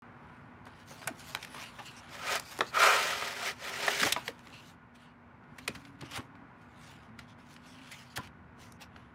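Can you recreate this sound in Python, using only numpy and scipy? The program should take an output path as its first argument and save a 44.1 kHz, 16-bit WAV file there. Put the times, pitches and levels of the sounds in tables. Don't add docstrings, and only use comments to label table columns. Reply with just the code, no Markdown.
import sys
import numpy as np
from scipy import signal
from scipy.fft import rfft, irfft, next_fast_len
from scipy.io import wavfile

SR = 44100
rng = np.random.default_rng(int(sys.argv[2]) if len(sys.argv) > 2 else 0)


def wrap_up_sound(samples):
    columns = np.atleast_2d(samples).T
    tamed = np.clip(columns, -1, 1)
    steps = np.round(tamed * 32767).astype(np.int16)
    wavfile.write(sys.argv[1], SR, steps)


def field_ratio(decibels):
    return 10 ** (np.asarray(decibels, dtype=float) / 20)


N = 403074

# [f/Hz, level/dB per Hz]
DUST = [(2940, -7.5), (5000, -4.5), (6020, -6.5), (12800, -15), (15100, -17), (16000, -13)]


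def rms_one(x):
    return x / np.sqrt(np.mean(x ** 2) + 1e-20)


def in_time(tables, fade_s=0.0083):
    t, rows = np.arange(N) / SR, np.concatenate(tables)
    gate = sum(np.clip(np.minimum(t - r[0][0], r[-1][0] - t) / fade_s + 2, 0, 1) for r in tables)
    return [np.minimum(gate, 1)] + [np.interp(t, rows[:, 0], c) for c in rows[:, 1:].T]


def drift(rate):
    r = np.exp(-2 * np.pi * rate / SR)
    return rms_one(signal.lfilter([1], [1, -2 * r, r * r], rng.standard_normal(N + SR))[SR:])


def colour(x, spectrum):
    size = next_fast_len(N)
    hz, db = np.transpose(spectrum)
    f = np.maximum(np.fft.rfftfreq(size, 1 / SR), 1)
    gain = field_ratio(np.interp(np.log(f), np.log(hz), db))
    return rms_one(irfft(rfft(x, size) * gain, size)[:N])


def resonance(x, hz, width):
    r = np.exp(-np.pi * width / SR)
    poles = [1, -2 * r * np.cos(2 * np.pi * hz / SR), r * r]
    return signal.lfilter(np.array([1, 0, -1]) * (1 - r * r) / 2, poles, x)


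def body(x, modes):
    parts = (field_ratio(db) * resonance(x, hz, w) / np.sqrt(w) for hz, w, db in modes)
    return rms_one(sum((-1) ** k * part for k, part in enumerate(parts)))


def slips(per_s, spread_db, clump_db):
    sizes = field_ratio(spread_db * np.minimum(rng.exponential(1, N), 5)) * rng.choice([-1, 1], N)
    born = rng.random(N) < per_s / SR
    return rms_one(sizes * born * field_ratio(clump_db * drift(60)) + 1e-18)


def patchy(x, depth_db, rate):
    edges = np.geomspace(500, 16500, 45)
    out = np.zeros(N)
    for k, pair in enumerate(zip(edges, edges[1:])):
        band = signal.sosfilt(signal.butter(2, pair, "band", fs=SR, output="sos"), x)
        out += (-1) ** k * band * field_ratio(depth_db * drift(rate))
    return rms_one(out)


def struck(events, over_db):
    size = 8000
    out, t = np.zeros(N + size), np.arange(size) / SR
    for (s, length, hz, db), n in zip(events, rng.standard_normal((len(events), size))):
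        shove = n * np.exp(-t / (0.25 * length))
        tone = resonance(resonance(shove, hz, 4.4 / length), hz, 4.4 / length)
        out[round(s * SR):][:size] += field_ratio(db + over_db) * tone / np.abs(tone).max()
    return out[:N]


def background():
    # [f/Hz, level/dB per Hz]
    air_spectrum = [(25, -19.5), (127, -5.5), (520, -18), (1000, -12), (2220, -22), (3250, -36.5),
                    (12500, -71.5), (16000, -76.5)]
    # [f/Hz, width/Hz, level/dB]
    room_tones = [(124, 36, -72), (256, 9.5, -69), (970, 67, -81.5), (1450, 42, -68.5)]
    # [f/Hz, level/dB]
    mains = [(120, -78.5), (240, -63.5)]
    # [t/s, pitch/Hz, level/dB]
    drone = [
        [(5.45, 240.6, -85), (5.6, 255.3, -53), (5.75, 278.3, -55.5), (6.45, 282.8, -59), (6.7, 275.4, -95)],
        [(7.05, 226, -91), (7.1, 224.5, -44), (7.2, 217.5, -59), (7.25, 243, -76)],
        [(7.4, 268, -70), (7.85, 257, -54.5), (7.95, 256, -96)],
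    ]
    # [t/s, rumble level/dB, relative room air level/dB]
    outside = [(0.0, -79, 2), (0.3, -61, 2.5), (3.51, -63, 1), (4.2, -70, 5), (4.38, -64.5, -1),
               (5.52, -63, -1.5), (5.9, -58.5, -0.5), (6.49, -64, 1), (6.82, -58.5, -0.5),
               (8.09, -61, -1.5), (8.38, -57.5, -0.5), (9.14, -60, -1)]
    t = np.arange(N) / SR
    _, rumble_db, air_db = in_time([outside])
    air = field_ratio(-57 + 0.8 * drift(3.5)) * colour(rng.standard_normal(N), air_spectrum)
    air += sum(field_ratio(db) * rms_one(resonance(rng.standard_normal(N), hz, w)) for hz, w, db in room_tones)
    hum = sum(field_ratio(db + 0.5 * drift(4.9)) * np.sqrt(2) * np.sin(2 * np.pi * hz * t) for hz, db in mains)
    low_band = signal.butter(2, [60, 170], "band", fs=SR, output="sos")
    low = signal.sosfilt(low_band, rng.standard_normal(N))
    traffic = field_ratio(rumble_db - 0.5 + 0.96 * drift(7.5)) * rms_one(low)
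    gate, hz, db = in_time(drone)
    phase = 2 * np.pi * np.cumsum(hz + 5 * drift(10)) / SR
    engine = gate * field_ratio(db + 2.5 * drift(9)) * np.sin(phase)
    return field_ratio(air_db) * air + hum + traffic + engine


def reflections(x):
    size = next_fast_len(N + SR)
    f = np.fft.rfftfreq(size, 1 / SR)
    t60 = 0.21 / (1 + f / 5000)
    wet = 0
    for k, delay_s in enumerate(rng.uniform(.006, .025, 8)):
        loop = field_ratio(-60 * delay_s / t60) * np.exp(-2j * np.pi * f * delay_s)
        wet = wet + (-1) ** k * (1 / (1 - loop) - 1)
    return irfft(rfft(x, size) * wet, size)[:N]


def thumps():
    # [t/s, level/dB, f/Hz]
    table_thumps = [(1.06, -46, 129), (1.1, -42.5, 253), (4.287, -48, 312), (2.609, -50, 151),
                    (4.018, -39.5, 220), (4.051, -40.5, 300), (4.168, -45, 273), (5.69, -42, 251),
                    (5.759, -46.5, 99), (5.69, -48.5, 75), (5.52, -53, 120), (6.018, -44.5, 99),
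                    (6.178, -41.5, 106), (6.191, -41, 254), (8.179, -40, 98.5), (8.18, -45.5, 292),
                    (4.02, -42, 125), (4.03, -48, 75), (4.035, -38.5, 240), (4.045, -42, 120),
                    (4.055, -48, 80), (4.125, -52.5, 70), (8.192, -46, 200), (6.03, -45.5, 280)]
    return struck([(s, .04, hz, db) for s, db, hz in table_thumps], over_db=4.5)


def hollows():
    # [t/s, length/s, f/Hz, level/dB]
    card_rings = [(1.078, 0.038, 696, -43), (2.592, 0.0081, 440, -34), (2.609, 0.019, 1200, -28),
                  (2.612, 0.025, 600, -37), (4.168, 0.049, 970, -39.5), (4.284, 0.03, 500, -40),
                  (2.616, 0.03, 410, -35), (5.684, 0.015, 480, -39), (3.879, 0.019, 670, -29),
                  (6.02, 0.04, 885, -52), (6.185, 0.031, 1130, -44), (8.18, 0.025, 1370, -38.5),
                  (8.177, 0.019, 700, -42), (8.188, 0.03, 1010, -43), (4.03, 0.018, 1700, -26.5),
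                  (4.04, 0.07, 410, -39), (1.8, 0.024, 800, -44), (2.62, 0.026, 300, -42.5)]
    return struck(card_rings, over_db=6.5)


def squeaks():
    # [t/s, length/s, f/Hz, level/dB]
    pitched_rubs = [(1.5, 0.08, 9840, -63), (1.59, 0.12, 2800, -55), (1.855, 0.052, 2800, -50),
                    (1.855, 0.024, 7200, -56.5), (1.965, 0.041, 5540, -57), (2.665, 0.047, 4470, -53),
                    (4.525, 0.089, 2720, -54.5), (4.99, 0.14, 2890, -71), (6.05, 0.022, 3040, -58),
                    (7.28, 0.057, 3340, -65.5), (7.67, 0.08, 5440, -64), (1.545, 0.095, 1050, -51.5),
                    (2.47, 0.066, 4770, -57), (7.912, 0.047, 2180, -47.5), (8.1, 0.043, 4570, -64),
                    (8.59, 0.21, 6000, -73)]
    partials = [(1, 0), (1.5, -7), (2.02, -17), (2.9, -21)]   # (ratio, dB)
    size = 8000
    out, t = np.zeros(N + size), np.arange(size) / SR
    for (s, length, hz, db), n in zip(pitched_rubs, rng.standard_normal((len(pitched_rubs), size))):
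        tone, width = 0, 0.22 * hz
        for ratio, partial_db in partials:
            if ratio == 1 or ratio * hz < SR / 3:
                held = resonance(resonance(n, ratio * hz, width), ratio * hz, width)
                tone = tone + field_ratio(partial_db) * rms_one(held)
        swell = np.sin(np.pi * np.clip(t / length, 0, 1) ** 0.44) ** 0.32
        out[round(s * SR):][:size] += field_ratio(db) * tone * swell
    return out[:N]


def rubs():
    # [peak t/s, rise/s, fall/s, rub level/dB,
    # relative dust level/dB]
    finger_rubs = [(.33, .2, 0.25, -74, -10), (.665, 0.015, 0.11, -67, -11), (.81, 0.09, 0.047, -63, -8),
                   (.91, 0.05, 0.15, -63.5, 7.5), (1.02, 0.021, 0.15, -64, 4.5),
                   (1.205, 0.044, 0.06, -61, 6.5), (1.29, 0.089, 0.097, -58, 5.5),
                   (1.42, 0.066, 0.1, -56.5, -2), (1.62, 0.11, 0.072, -49, -3), (1.86, 0.19, 0.14, -67, 6),
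                   (2.08, 0.41, 0.059, -57, -17), (2.53, 0.15, 0.16, -57, 5), (2.67, 0.027, 0.054, -58, -1),
                   (4.2, 0.16, 0.043, -51, -5.5), (4.272, 0.049, 0.05, -63, 12),
                   (4.57, 0.33, 0.089, -62.5, -5), (4.7, 0.15, 0.037, -66.5, 5.5),
                   (4.955, 0.012, .03, -67, -3), (5.02, 0.044, 0.064, -64, -12),
                   (5.62, 0.059, 0.14, -65.5, -5), (5.74, 0.17, 0.19, -68, 2), (5.88, .05, 0.027, -65, -9),
                 (6.0, 0.02, .03, -67, -10), (6.055, 0.014, 0.035, -53.5, -14),
                 (6.122, 0.021, 0.086, -52.5, -1), (6.168, 0.042, 0.023, -42.5, -2.5),
                 (6.62, 0.039, 0.058, -68, -9), (6.886, 0.14, 0.11, -59.5, -4.5),
                 (7.04, .04, 0.062, -66.5, -13), (7.21, 0.035, 0.055, -62.5, -12),
                 (7.3, .03, 0.035, -64.5, -10), (7.4, .02, 0.036, -64, -12),
                 (7.52, 0.081, 0.055, -62.5, -2), (7.68, 0.079, 0.19, -63, -9),
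                 (7.85, 0.22, 0.13, -59.5, -10), (7.92, 0.062, 0.21, -56, -7), (8.1, 0.066, .08, -69, -22),
                 (8.172, 0.01, 0.0093, -51.5, 13.5), (8.259, 0.089, 0.021, -57, -7),
                 (8.619, 0.037, 0.076, -61.5, 1.5), (8.819, 0.015, 0.029, -52.5, -2.5),
                 (8.99, 0.074, 0.11, -66.5, -17)]
    edge_db = [10.5, 15]
    t, power = np.arange(N) / SR, np.zeros((2, N))
    for s, rise, fall, db, dust_db in np.array(finger_rubs):
        near = slice(max(round((s - 3 * rise) * SR), 0), round((s + 3 * fall) * SR))
        away = np.abs((t[near] - s) / np.where(t[near] < s, rise, fall)) ** 1.46
        power[:, near] += field_ratio(np.array([[db], [db + dust_db]]) - np.outer(edge_db, away)) ** 2
    return np.sqrt(power)


def fingers():
    # [f/Hz, level/dB per Hz]
    skin = [(410, -3), (931, 0.5), (1550, 0.5), (2920, 2.5), (3300, -0.5), (8000, -24.5), (10400, -17.5),
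            (17600, -120)]
    rub, dust = rubs()
    grit = patchy(slips(per_s=5000, spread_db=2.8, clump_db=1.3), depth_db=3.2, rate=11)
    return rub * colour(grit, skin) + dust * colour(grit, DUST)


def knocks():
    # [t/s, peak level/dB, ring f/Hz, relative crack level/dB, contact/s]
    sharp = [(0.655, -47, 3000, -7, 0.012), (1.017, -34, 1400, -19, 0.033), (1.028, -33, 1400, -20, 0.017),
             (1.042, -38, 1400, -20, 0.022), (1.3493, -15.5, 1600, -7, 0.011),
             (1.371, -32, 1500, -22, 0.016), (1.419, -43, 1500, -15, 0.011),
             (1.4273, -27.5, 2500, -15, 0.027), (1.448, -28, 2300, -11, 0.015),
             (1.545, -31, 1050, -10, 0.025), (2.355, -20.5, 1400, -3.5, 0.017),
             (2.397, -35, 1030, 8.5, 0.017), (2.558, -37, 993, -12, 0.0068), (2.577, -41, 3000, 0, 0.01),
             (2.589, -24.5, 900, -5, 0.02), (2.6071, -10, 1250, -22, 0.015),
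             (3.223, -23.5, 750, -20, 0.018), (3.417, -24, 1030, -18, 0.013), (3.866, -23, 2000, -6, 0.011),
             (3.999, -22.5, 2500, -8.5, 0.013), (4.006, -23.5, 3500, -6.5, 0.012),
             (4.015, -17.5, 2450, -11, 0.013), (4.058, -23, 2000, -9.5, 0.012),
             (4.071, -22, 900, -5, 0.016), (4.163, -17, 850, -33, 0.025), (4.2795, -17.5, 1850, -15, 0.02),
             (4.392, -45.5, 3300, -21, 0.012), (4.471, -38.5, 1955, -21, 0.022),
             (5.6805, -17, 2020, -9, 0.01), (6.0135, -35.5, 3000, -14, 0.015),
             (6.022, -35, 900, -25, 0.025), (6.032, -38, 1200, -23, 0.02), (6.174, -28, 900, -7, 0.02),
             (6.195, -35, 1300, -22, 0.022), (8.1749, -19, 1800, -6, 0.011), (6.203, -35, 1300, -22, 0.02),
             (8.82, -39.5, 2500, -6, 0.02)]
    # [t/s, peak level/dB, ring f/Hz, relative crack
    # level/dB, contact/s]
    ticks = [(1.0745, -20, 1600, -2, 0.028), (3.8805, -9.5, 1740, -16, 0.026),
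             (4.031, -12, 1500, -20.5, 0.029), (4.1235, -14, 3600, -10, 0.028),
             (5.437, -56, 1450, -27.5, 0.031), (5.678, -17, 2300, -10, 0.024),
             (5.851, -41.5, 2010, -19, 0.025), (5.871, -46, 1010, -12, 0.023),
             (6.01, -36.5, 2000, -13, 0.03), (6.111, -38, 2500, -11, 0.028),
             (6.353, -43.5, 1220, -27, 0.0138), (6.949, -54, 1170, -12, 0.019),
             (7.19, -31, 2020, -15, 0.035), (7.387, -49, 990, -16, 0.029), (7.564, -37.5, 1880, -36, 0.018),
             (7.666, -55, 840, 2, 0.036), (8.273, -37.5, 2250, -12, 0.022), (7.54, -49, 2500, 0, 0.015),
             (8.722, -46.5, 1450, 8, 0.018), (8.962, -37.5, 1170, -23, 0.019)]
    # [t/s, peak level/dB, ring f/Hz, relative crack level/dB, contact/s]
    scuffs = [
        (0.666, -37.5, 624, -19, 0.034),
        (0.907, -37, 600, -15, 0.044),
        (1.787, -33.5, 1160, -17, 0.059),
        (4.064, -23.5, 867, -12, 0.046),
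        (5.584, -33.5, 1950, -9, 0.034),
        (5.75, -33.5, 1920, -12, 0.039),
        (6.157, -38, 2200, -6, 0.035),
        (7.917, -40, 2310, -1.5, 0.045),
        (8.16, -30.5, 3200, -12, 0.055),
    ]
    # [f/Hz, level/dB, t60/s]
    tray_modes = [(420, 3.5, 0.069), (510, 2.5, 0.024), (653, 0, 0.016), (844, -1, 0.049),
                  (1244, -0.5, 0.04), (1510, -2.5, 0.021)]
    events = sorted([(*row, .03) for row in sharp] + [(*row, .07) for row in ticks])
    events += [(*row, .2) for row in scuffs]
    size = 6000
    out, t = np.zeros(N + size), np.arange(size) / SR
    noise = rng.standard_normal((len(events), 2, size))
    uneven = rng.normal(0, 1, (len(events), 10))
    bright = signal.butter(2, [2600, 10500], "band", fs=SR, output="sos")
    for (s, db, hz, crack_db, contact_s, rise), (n, m), u in zip(events, noise, uneven):
        contact_s = max(contact_s, .002)
        thud_db = -18 - 0.1763 * (db + 28) - 6 * np.log2(hz / 1300)
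        rattle = n * field_ratio(-60 * t / contact_s) * (1 - np.exp(-t / (rise * contact_s))) ** 2
        if rise < .1:
            touch = np.exp(-((t - 1.403 * rise * contact_s) / 0.00016) ** 2)
            rattle += 0.54 * np.gradient(touch) * 0.000073 * SR
        ring = 0
        for k, ratio in enumerate((.72, 1, 1.4, 2.05)):
            mode = resonance(rattle, hz * ratio, 250 + 0.15 * hz * ratio)
            ring = ring + field_ratio(1.8 * u[k] - 7.2 * abs(k - 1)) * mode
        plastic = signal.butter(2, min(4.36 * hz, .4 * SR), fs=SR, output="sos")
        ring = signal.sosfilt(plastic, ring)
        crack = signal.sosfilt(bright, rattle * field_ratio(-25 * t / contact_s))
        shove = m * (t / .006) ** 2 * np.exp(-t / (0.003 + 0.075 * contact_s))
        thud = sum(field_ratio(d + 2.5 * u[4 + k]) * resonance(shove, f, 2.2 / t60)
                   for k, (f, d, t60) in enumerate(tray_modes))
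        parts = (-1.5, ring), (crack_db, crack), (thud_db, thud)
        hit = sum(field_ratio(g) * p / np.abs(p).max() for g, p in parts)
        out[round((s - min(rise, .08) * contact_s) * SR):][:size] += field_ratio(db) * hit
    return out[:N]


def slide():
    # [t/s, level/dB]
    tugs = [
        [(2.1, -62), (2.136, -51), (2.18, -53), (2.288, -39), (2.335, -36), (2.368, -37), (2.385, -50.5),
         (2.44, -69)],
        [(2.712, -71), (2.746, -42), (2.836, -28), (3.188, -42), (3.278, -42), (3.344, -46.5), (3.476, -38),
         (3.506, -42), (3.554, -65)],
        [(3.57, -61), (3.646, -44), (3.798, -43), (3.868, -36.5), (3.976, -38), (4.008, -34.5), (4.045, -35),
         (4.067, -32.5), (4.118, -43.5)],
    ]
    # [t/s, share/0-1]
    covered = [
        (2.2, 0.65),
        (2.34, 0.73),
        (2.78, 0.94),
        (2.9, 0.88),
        (3.0, 0.74),
        (3.19, 0.58),
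        (3.87, 0.51),
        (4.0, 0),
    ]
    # [f/Hz, width/Hz, level/dB]
    sleeve_air = [(1026, 30, -2.5), (1223, 74, 4), (1312, 90, 4.5), (1400, 36, 0), (1537, 63, -4),
                  (1670, 44, -10), (1870, 80, -5.5), (2330, 60, -1), (2470, 90, -1)]
    # [f/Hz, width/Hz, level/dB]
    card_walls = [(530, 110, 1), (590, 63, 1.5), (688, 67, -1), (940, 60, -2.5)]
    # [f/Hz, width/Hz, level/dB]
    ribs = [(1950, 96, 14.5), (2610, 120, 14.5), (3060, 160, 13.5), (4690, 120, 25)]
    # [f/Hz, level/dB per Hz]
    friction = [(900, -27), (1500, -8), (1900, -3), (2650, -6.5), (5000, -16), (8000, -25.5),
                (11000, -38.5)]
    gate, hiss_db = in_time(tugs)
    _, inside = in_time([covered])

    def coupled_db(tray_out, tray_inside):
        return hiss_db + tray_out + (tray_inside - tray_out) * inside

    grit = slips(per_s=9000, spread_db=1.5, clump_db=1.5)
    wall_grit = np.roll(grit, SR // 10)
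    fibres = patchy(grit, depth_db=1.6, rate=14)
    hiss = rms_one(colour(fibres, friction) + 0.3 * body(fibres, ribs))
    sleeve = rms_one(resonance(body(wall_grit, sleeve_air), 1410, 900))
    panel = rms_one(resonance(body(wall_grit[::-1], card_walls), 650, 700))
    floor_hz, free_db = 406.4, np.interp(np.arange(N) / SR, (3, 3.86), [-13, -2])
    panel += field_ratio(free_db) * body(grit, [(floor_hz, 24, 0), (.76 * floor_hz, 60, -22)])
    return gate * (field_ratio(hiss_db) * hiss + field_ratio(coupled_db(-5, -7.5)) * colour(fibres, DUST)
                   + field_ratio(coupled_db(-22, 9.5)) * sleeve + field_ratio(coupled_db(-12.5, 0.5)) * panel)


def scene():
    near = slide() + fingers() + squeaks() + knocks() + hollows() + thumps()
    return (near + field_ratio(-19) * reflections(near) + background())[None]


def roll_off(x):
    return signal.sosfilt(signal.butter(12, 16510, fs=SR, output="sos"), x)


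def record(dry):
    limit, start_s = 0.38, .0215
    x = signal.sosfilt(signal.butter(3, 55, "high", fs=SR, output="sos"), dry)
    x = limit * np.tanh(x / limit)
    x = signal.sosfilt(signal.cheby2(12, 50, 16300, fs=SR, output="sos"), x)
    return roll_off(x * (np.arange(N) >= start_s * SR))


dry = scene()
out = record(dry)
wrap_up_sound(out)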